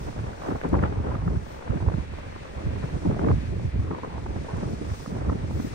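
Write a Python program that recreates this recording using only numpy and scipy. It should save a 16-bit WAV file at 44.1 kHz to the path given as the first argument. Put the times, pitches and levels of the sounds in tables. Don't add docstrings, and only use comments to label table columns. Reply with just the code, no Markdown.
import sys
import numpy as np
from scipy.fft import rfft, irfft, next_fast_len
from scipy.io import wavfile
from scipy.ndimage import uniform_filter1d, map_coordinates

SR = 44100
rng = np.random.default_rng(int(sys.argv[2]) if len(sys.argv) > 2 else 0)


def transcribe(signal):
    frames = np.atleast_2d(signal).T
    limited = np.clip(frames, -1, 1)
    pcm = np.round(limited * 32767).astype(np.int16)
    wavfile.write(sys.argv[1], SR, pcm)


N = 253134
TIME_S = np.arange(N) / SR


def amp(db):
    return 10 ** (np.asarray(db) / 20)


def unit_rms(x):
    return x / np.sqrt(np.mean(x.mean(axis=0) ** 2) + 1e-20)


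def at_hz(rows, hz):
    knots_hz, *columns = np.transpose(rows)
    return [np.interp(np.log(hz + 1), np.log(knots_hz + 1), column) for column in columns]


def curves(rows):
    knots_s, *columns = np.transpose(rows)
    return [np.interp(TIME_S, knots_s, column) for column in columns]


def bell(peak_s, half_s):
    return np.exp(-((TIME_S - peak_s) / half_s) ** 2 / 2)


def wobble(rate):
    knots = rng.standard_normal(int(N * rate / SR) + 4)
    return map_coordinates(knots, [TIME_S * rate])


def filtered(x, response):
    size = next_fast_len(N + SR // 2)
    return irfft(rfft(x, size) * response(np.fft.rfftfreq(size, 1 / SR)), size)[..., :N]


def lean(left_db):
    return amp([left_db / 2, -left_db / 2])


# freq_hz, likeness (0-1), left_lag_rad, left_louder_db
PORT_PAIR = [(35, 0.77, 0.36, -2), (78.6, 1, 0.74, -2), (201, 0.57, 0.96, -1), (449, 0.6, 1.62, 5.5),
             (890, 0.61, 3.9, 1.5), (1340, 0.18, 2.48, 1.5), (2170, 0, 0.84, 1), (3440, 0.42, 4.82, 1),
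             (5430, 0, 3.1, 7), (9200, 0.47, 5.03, -1), (14900, 1, 0.38, 0)]


def port_noise(spectrum, drive):
    def response(hz):
        likeness, lag_rad, left_db = at_hz(PORT_PAIR, hz)
        angle = np.arccos(np.clip(likeness, 0, 1)) / 2
        both, apart = np.cos(angle), np.sin(angle)
        mix = np.array([[both, apart], [both, -apart]])
        sides = lean(left_db) * np.exp([-.5j * lag_rad, .5j * lag_rad])
        return amp(at_hz(spectrum, hz)[0]) * sides[:, None] * mix
    noise = drive * rng.standard_normal((2, N))
    return unit_rms(filtered(noise, response).sum(axis=1))


# freq_hz, density_db
ROAR_SPECTRUM = [(60, -2.5), (120, -11), (390, -28), (550, -17.5), (690, -26), (1100, -23.5), (1900, -19),
                 (2550, -22), (2900, -27), (4500, -32), (5900, -62)]
# time_s, level_db
ROAR_LEVELS = [(0, -48.5), (.5, -47), (1.3, -49), (2.5, -45), (3.1, -45.5), (3.9, -47.5), (4.6, -47),
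               (5.1, -48.5), (5.74, -45.5)]


def tree_roar():
    return amp(curves(ROAR_LEVELS)[0]) * port_noise(ROAR_SPECTRUM, amp(1.15 * wobble(13)))


# freq_hz, density_db
HISS_SPECTRUM = [(1650, -3), (3110, -2.5), (6150, -0.5), (7210, -5.5), (7920, -3.5), (8870, -6),
                 (10000, -9.5), (11500, -30), (15000, -62.5)]
FINE_SPECTRUM = [(6760, -38), (11500, -11), (13200, 9), (15100, 6.5), (15700, 4)]
# time_s, hiss_db
DRIFT_LEVELS = [(0, -60.5), (.5, -62.5), (1.2, -62.5), (2.5, -62.5), (3.0, -59), (3.9, -63.5), (4.6, -58.5),
                (5.3, -61), (5.74, -57.5)]
# peak_s, hiss_db, fine_db, half_length_s
SNOW_SHEETS = [(0.0, -66, -70, 0.087), (0.49, -68, -74, 0.12), (1.524, -77, -72, .05),
               (2.968, -84, -84.5, 0.1), (4.725, -69, -73.5, 0.027), (5.006, -56.5, -64.5, 0.072),
               (5.627, -64, -62, 0.062)]


def blown_snow():
    hiss_gain = amp(curves(DRIFT_LEVELS)[0])
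    fine_gain = amp(-80.5)
    for peak_s, hiss_db, fine_db, half_s in SNOW_SHEETS:
        hiss_gain += amp(hiss_db) * bell(peak_s, half_s)
        fine_gain += amp(fine_db) * bell(peak_s, half_s)
    wave = wobble(12)
    hiss = hiss_gain * port_noise(HISS_SPECTRUM, amp(0.93 * wave + 0.71 * wobble(60)))
    fine = fine_gain * port_noise(FINE_SPECTRUM, amp(1.3 * wave + 1.3 * wobble(40)))
    return hiss + fine


# start_s, strike_db, left_louder_db
FLAKE_HITS = [(0.614, -48.5, 4.5), (0.689, -38.5, 4), (1.524, -39, 1), (4.569, -40, 2.5), (5.678, -44, 11)]


def flake_ticks(centre_hz=6500, width_hz=7000):
    def band_pass(hz):
        return 1j * hz * width_hz / (centre_hz ** 2 - hz ** 2 + 1j * hz * width_hz)
    out = np.zeros((2, N + SR))
    t = np.arange(600) / SR
    envelope = amp(-60 * t / .012) * (1 - np.exp(-t / .0005))
    for start_s, strike_db, left_db in FLAKE_HITS:
        tick = rng.standard_normal((2, len(t))) * envelope
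        out[:, round(start_s * SR):][:, :len(t)] += amp(strike_db) * lean(left_db)[:, None] * tick
    return filtered(out[:, :N], lambda hz: band_pass(hz) ** 2)


# peak_s, level_db, pitch_hz
WHISTLE_SPURTS = [(3.881, -56, 1185), (3.931, -47.5, 1060), (4.12, -54, 897), (4.17, -48, 858),
                  (4.34, -54, 795), (4.52, -52, 942)]


def port_whistle(bandwidth_hz=420, fade_db_per_s=220):
    pitch_hz = curves(WHISTLE_SPURTS)[1]
    gain = sum(amp(db - fade_db_per_s * abs(TIME_S - peak_s)) for peak_s, db, _ in WHISTLE_SPURTS)
    phase = 2 * np.pi * np.cumsum(pitch_hz) / SR
    tone = [wobble(bandwidth_hz) * np.cos(phase) + wobble(bandwidth_hz) * np.sin(phase) for _ in "LR"]
    flicker = amp(3.9 * wobble(60))
    return gain * flicker * unit_rms(np.array(tone))


SIDE_SPREAD_DB = 2


def add_eddy(out, peak_s, db, hz, left_db, cycles, unsteady):
    t = np.arange(SR // 8) / SR
    from_peak = t * hz / cycles - 2
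    steps = rng.standard_normal((2, len(t))) * (from_peak > -1)
    wander = steps.cumsum(axis=1) * unsteady * np.sqrt(hz / SR)
    wander = uniform_filter1d(uniform_filter1d(wander, size=20), size=20)
    lag_rad = at_hz(PORT_PAIR, hz)[1]
    phase = 2 * np.pi * (hz * t + rng.random()) + wander - [[lag_rad], [0]]
    envelope = amp(db) * np.exp(-(from_peak / .72) ** 2 / 2)
    start = round((peak_s - 2 * cycles / hz) * SR)
    out[:, start:][:, :len(t)] += lean(left_db)[:, None] * envelope * np.sin(phase)


# peak_s, level_db, pitch_hz
EDDY_SLAPS = [(0.076, -27, 104), (0.246, -23.5, 114), (0.519, -34, 206), (0.658, -30, 160),
              (0.733, -11.5, 295), (0.776, -32, 169), (0.804, -18.5, 93), (0.839, -19, 182),
              (0.848, -23, 139), (0.985, -21, 102), (1.083, -25, 125.5), (1.162, -25, 169),
              (1.271, -22, 133), (1.285, -17, 142.5), (1.344, -19.5, 132.4), (1.7, -22.5, 195),
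              (1.761, -18.5, 155), (1.832, -17.5, 97), (1.886, -21, 94), (1.945, -18, 149),
              (1.985, -20.5, 236), (2.67, -17, 118.4), (2.846, -17.5, 119), (3.053, -20, 269),
              (3.076, -15.5, 165), (3.094, -16.5, 103.3), (3.129, -19.5, 137.5), (3.198, -23, 198),
              (3.252, -22, 222), (3.274, -16, 199), (3.321, -12.5, 93.3), (3.342, -17.5, 105.5),
              (3.488, -23, 107), (3.655, -18.5, 107), (3.797, -18, 101.7), (3.936, -26, 300),
              (4.539, -23, 141), (4.551, -25, 133), (4.63, -25, 210), (4.664, -21, 107),
              (4.711, -25.5, 158), (4.737, -22, 175), (4.81, -30.5, 232), (4.921, -23, 100),
              (5.079, -24.5, 218), (5.127, -21, 195), (5.444, -19.5, 123), (5.563, -19.5, 99),
              (5.602, -17, 247), (5.649, -19, 245)]


def slaps():
    out = np.zeros((2, N + SR))
    for peak_s, db, hz in EDDY_SLAPS:
        left_db = SIDE_SPREAD_DB * rng.standard_normal()
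        add_eddy(out, peak_s, db, hz, left_db, cycles=0.92, unsteady=0.55)
    return out[:, :N]


def small_puffs(rasp_db, count=60):
    peaks = rng.integers(SR // 10, N, count)
    size, pitch = rng.standard_normal((count, 2)).T
    level_db = rasp_db[peaks] + 4.5 + 2 * size
    pitch_hz = 900 * np.exp(.25 * pitch)
    return list(zip(peaks / SR, level_db, pitch_hz, np.full(count, 2.6)))


# peak_s, level_db, pitch_hz, rise_cycles
LOUD_PUFFS = [(0.452, -32, 1144, 3.3), (0.47, -37, 790, 3.7), (0.49, -34, 880, 3.3), (0.516, -28, 795, 3.3),
              (0.56, -34, 740, 3.5), (0.615, -28.5, 1420, 2.1), (0.637, -33, 1550, 2.1),
              (0.651, -27, 946, 4.05), (0.733, -22, 515, 1.95), (0.743, -20.5, 897, 3.25),
              (0.753, -26.5, 1310, 2.6), (0.768, -29, 748, 6.1), (0.783, -33, 840, 4),
              (0.791, -32, 1900, 2.5), (0.838, -21.5, 1265, 4), (0.85, -29, 1250, 3.3),
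              (0.99, -33.5, 866, 2), (1.12, -32, 996, 6.3), (1.153, -33, 1134, 5.9), (1.28, -31, 1064, 3.6),
              (1.678, -35, 1100, 2.34), (1.806, -32.5, 725, 2.6), (1.826, -29, 745, 2.9),
              (1.865, -30.5, 668, 2.8), (1.887, -26, 995, 2.3), (1.901, -31.5, 1065, 2.6),
              (1.941, -29.5, 948, 2.3), (2.138, -36, 1000, 2.9), (2.188, -34.5, 623, 3),
              (2.363, -33, 767, 1.98), (2.456, -36, 1105, 3), (2.76, -39, 935, 3.07),
              (3.056, -31, 744, 2.2), (3.114, -33, 935, 2.6), (3.147, -33, 804, 2.4),
              (3.17, -32.5, 653, 4.5), (3.194, -27, 980, 1.7), (3.22, -31, 752, 6.5),
              (3.247, -27.5, 980, 2.3), (3.274, -29, 857, 3.5), (3.287, -26.5, 1160, 2.9),
              (3.303, -30, 800, 3.7), (3.315, -26, 1103, 3.2), (3.598, -34, 680, 2.8),
              (3.912, -28.5, 1082, 4.5), (3.95, -30, 1000, 3.3), (3.987, -38, 996, 6.7),
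              (4.036, -29, 1010, 3.8), (4.048, -28.5, 1013, 4.56), (4.128, -39, 880, 4.8),
              (4.182, -34.5, 846, 4.2), (4.265, -30.5, 920, 4.3), (4.364, -33.5, 866, 4.1),
              (4.49, -32.5, 948, 6.6), (4.611, -34, 910, 2.2), (5.062, -33.5, 1124, 2.9),
              (5.167, -35, 740, 4.7), (5.299, -28.5, 1070, 5), (5.321, -32, 1030, 2.1),
              (5.332, -37, 1210, 3.2), (5.512, -37.5, 900, 4.1), (5.602, -38, 1240, 4.5)]


def puffs(rasp_db):
    out = np.zeros((2, N + SR))
    for peak_s, db, hz, cycles in LOUD_PUFFS + small_puffs(rasp_db):
        left_db = SIDE_SPREAD_DB * rng.standard_normal()
        add_eddy(out, peak_s, db, hz, left_db, cycles, unsteady=2.5 / np.sqrt(cycles))
        add_eddy(out, peak_s, db - 20, 1.7 * hz, left_db, 1.6 * cycles, unsteady=1.4)
        add_eddy(out, peak_s, db - 0.4, 0.426 * hz, left_db, 0.41 * cycles, unsteady=1.59)
    return out[:, :N]


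# freq_hz, density_db
THUMP_SPECTRUM = [(15, -51), (28, -29), (36, -16), (48, -3.5), (65, 3.5), (100, -1.5), (170, -10),
                  (260, -18), (500, -86)]
FLUTTER_SPECTRUM = [(80, -20), (150, -0.5), (200, -3.5), (300, -4), (450, -9.5), (650, -16.5), (1000, -28),
                    (2000, -95)]
RASP_SPECTRUM = [(300, -0.5), (550, 3.5), (750, 1.5), (1100, -3), (1600, -9), (2500, -23), (3000, -24),
                 (8000, -68)]
# time_s, thump_db, flutter_db, rasp_db
GUST_LEVELS = [(0, -32.5, -46, -44.5), (.27, -34, -40, -42.5), (.36, -47.5, -56, -45.5),
               (.45, -48, -47, -36), (.5, -30, -30, -36.5), (.57, -29, -32.5, -39.5),
               (.655, -31.5, -28.5, -34.5), (.7, -28.5, -37, -43), (.745, -24, -25.5, -35),
               (.78, -27, -29, -39), (.82, -24, -30.5, -36.5), (.845, -23, -35, -30.5),
               (.875, -29.5, -36.5, -41.5), (1.0, -31, -39.5, -44), (1.14, -31.5, -36.5, -36),
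               (1.2, -29, -42, -45), (1.28, -31, -34.5, -42), (1.37, -23.5, -38, -46),
               (1.46, -43.5, -45, -47.5), (1.66, -50.5, -60, -43), (1.71, -25, -31, -41),
               (1.97, -29.5, -41, -48.5), (2.04, -35.5, -46.5, -50), (2.51, -50.5, -50.5, -48),
               (2.65, -32.5, -39.5, -45), (2.95, -34, -37.5, -46.5), (3.08, -29, -30.5, -45.5),
               (3.17, -29, -30.5, -42), (3.25, -28, -28.5, -42), (3.31, -24.5, -21.5, -39),
               (3.36, -26.5, -44, -48.5), (3.66, -32, -37, -54), (3.8, -23.5, -36, -50),
               (4.05, -47.5, -42.5, -48.5), (4.15, -33, -45.5, -49), (4.35, -30.5, -37.5, -49),
               (4.56, -33, -36, -41), (4.72, -32.5, -32, -46), (4.77, -39, -42.5, -49),
               (4.82, -40, -30.5, -49), (4.87, -39, -42, -44), (4.93, -31.5, -51, -44.5),
               (5.04, -42, -45, -48), (5.12, -35, -40, -46), (5.3, -27, -34.5, -42.5),
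               (5.37, -29, -39, -47.5), (5.74, -32.5, -38, -49.5)]
# time_s, big_left_louder_db, small_left_louder_db
GUST_LEAN = [(0, 0.5, -4), (.7, 2, -0.5), (1.3, -0.5, -1.5), (1.8, -7, 0.5), (2.3, 0, -2), (2.8, -3, -2),
             (3.7, -2, 0), (4.2, -1, -2), (5.1, -1.5, -3), (5.74, 0.5, -1.5)]
# centre_s, depth_db, half_length_s
GUST_LULLS = [(0.133, 11, 0.02), (0.604, 38, 0.017), (3.007, 12, 0.014), (3.715, 13, 0.015),
              (4.49, 12, 0.019), (1.799, 17.5, 0.01), (5.055, 6, 0.014), (5.7, 17, 0.0065)]


def wind_buffet():
    thump_db, flutter_db, rasp_db = curves(GUST_LEVELS)
    big_lean, small_lean = map(lean, curves(GUST_LEAN))
    lull_db = sum(depth_db * bell(centre_s, half_s) for centre_s, depth_db, half_s in GUST_LULLS)
    shared = wobble(21.844)

    def lumps(shared_db, own_db, rate):
        return amp(shared_db * shared + own_db * wobble(rate))
    thump = amp(thump_db) * port_noise(THUMP_SPECTRUM, lumps(0.38, 2.05, rate=35))
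    flutter = amp(flutter_db) * port_noise(FLUTTER_SPECTRUM, lumps(1.2, 3.5, rate=90))
    rasp = amp(rasp_db) * port_noise(RASP_SPECTRUM, lumps(0.9, 3.2, rate=150))
    wind = amp(-lull_db) * (big_lean * thump + small_lean * flutter)
    wind += amp(-0.26 * lull_db) * small_lean * rasp
    return wind + big_lean * slaps() + small_lean * puffs(rasp_db)


def scene():
    return wind_buffet() + port_whistle() + tree_roar() + blown_snow() + flake_ticks()


def record(dry, top_hz=15760):
    return filtered(dry, lambda hz: hz < top_hz)


dry = scene()
out = record(dry)
transcribe(out)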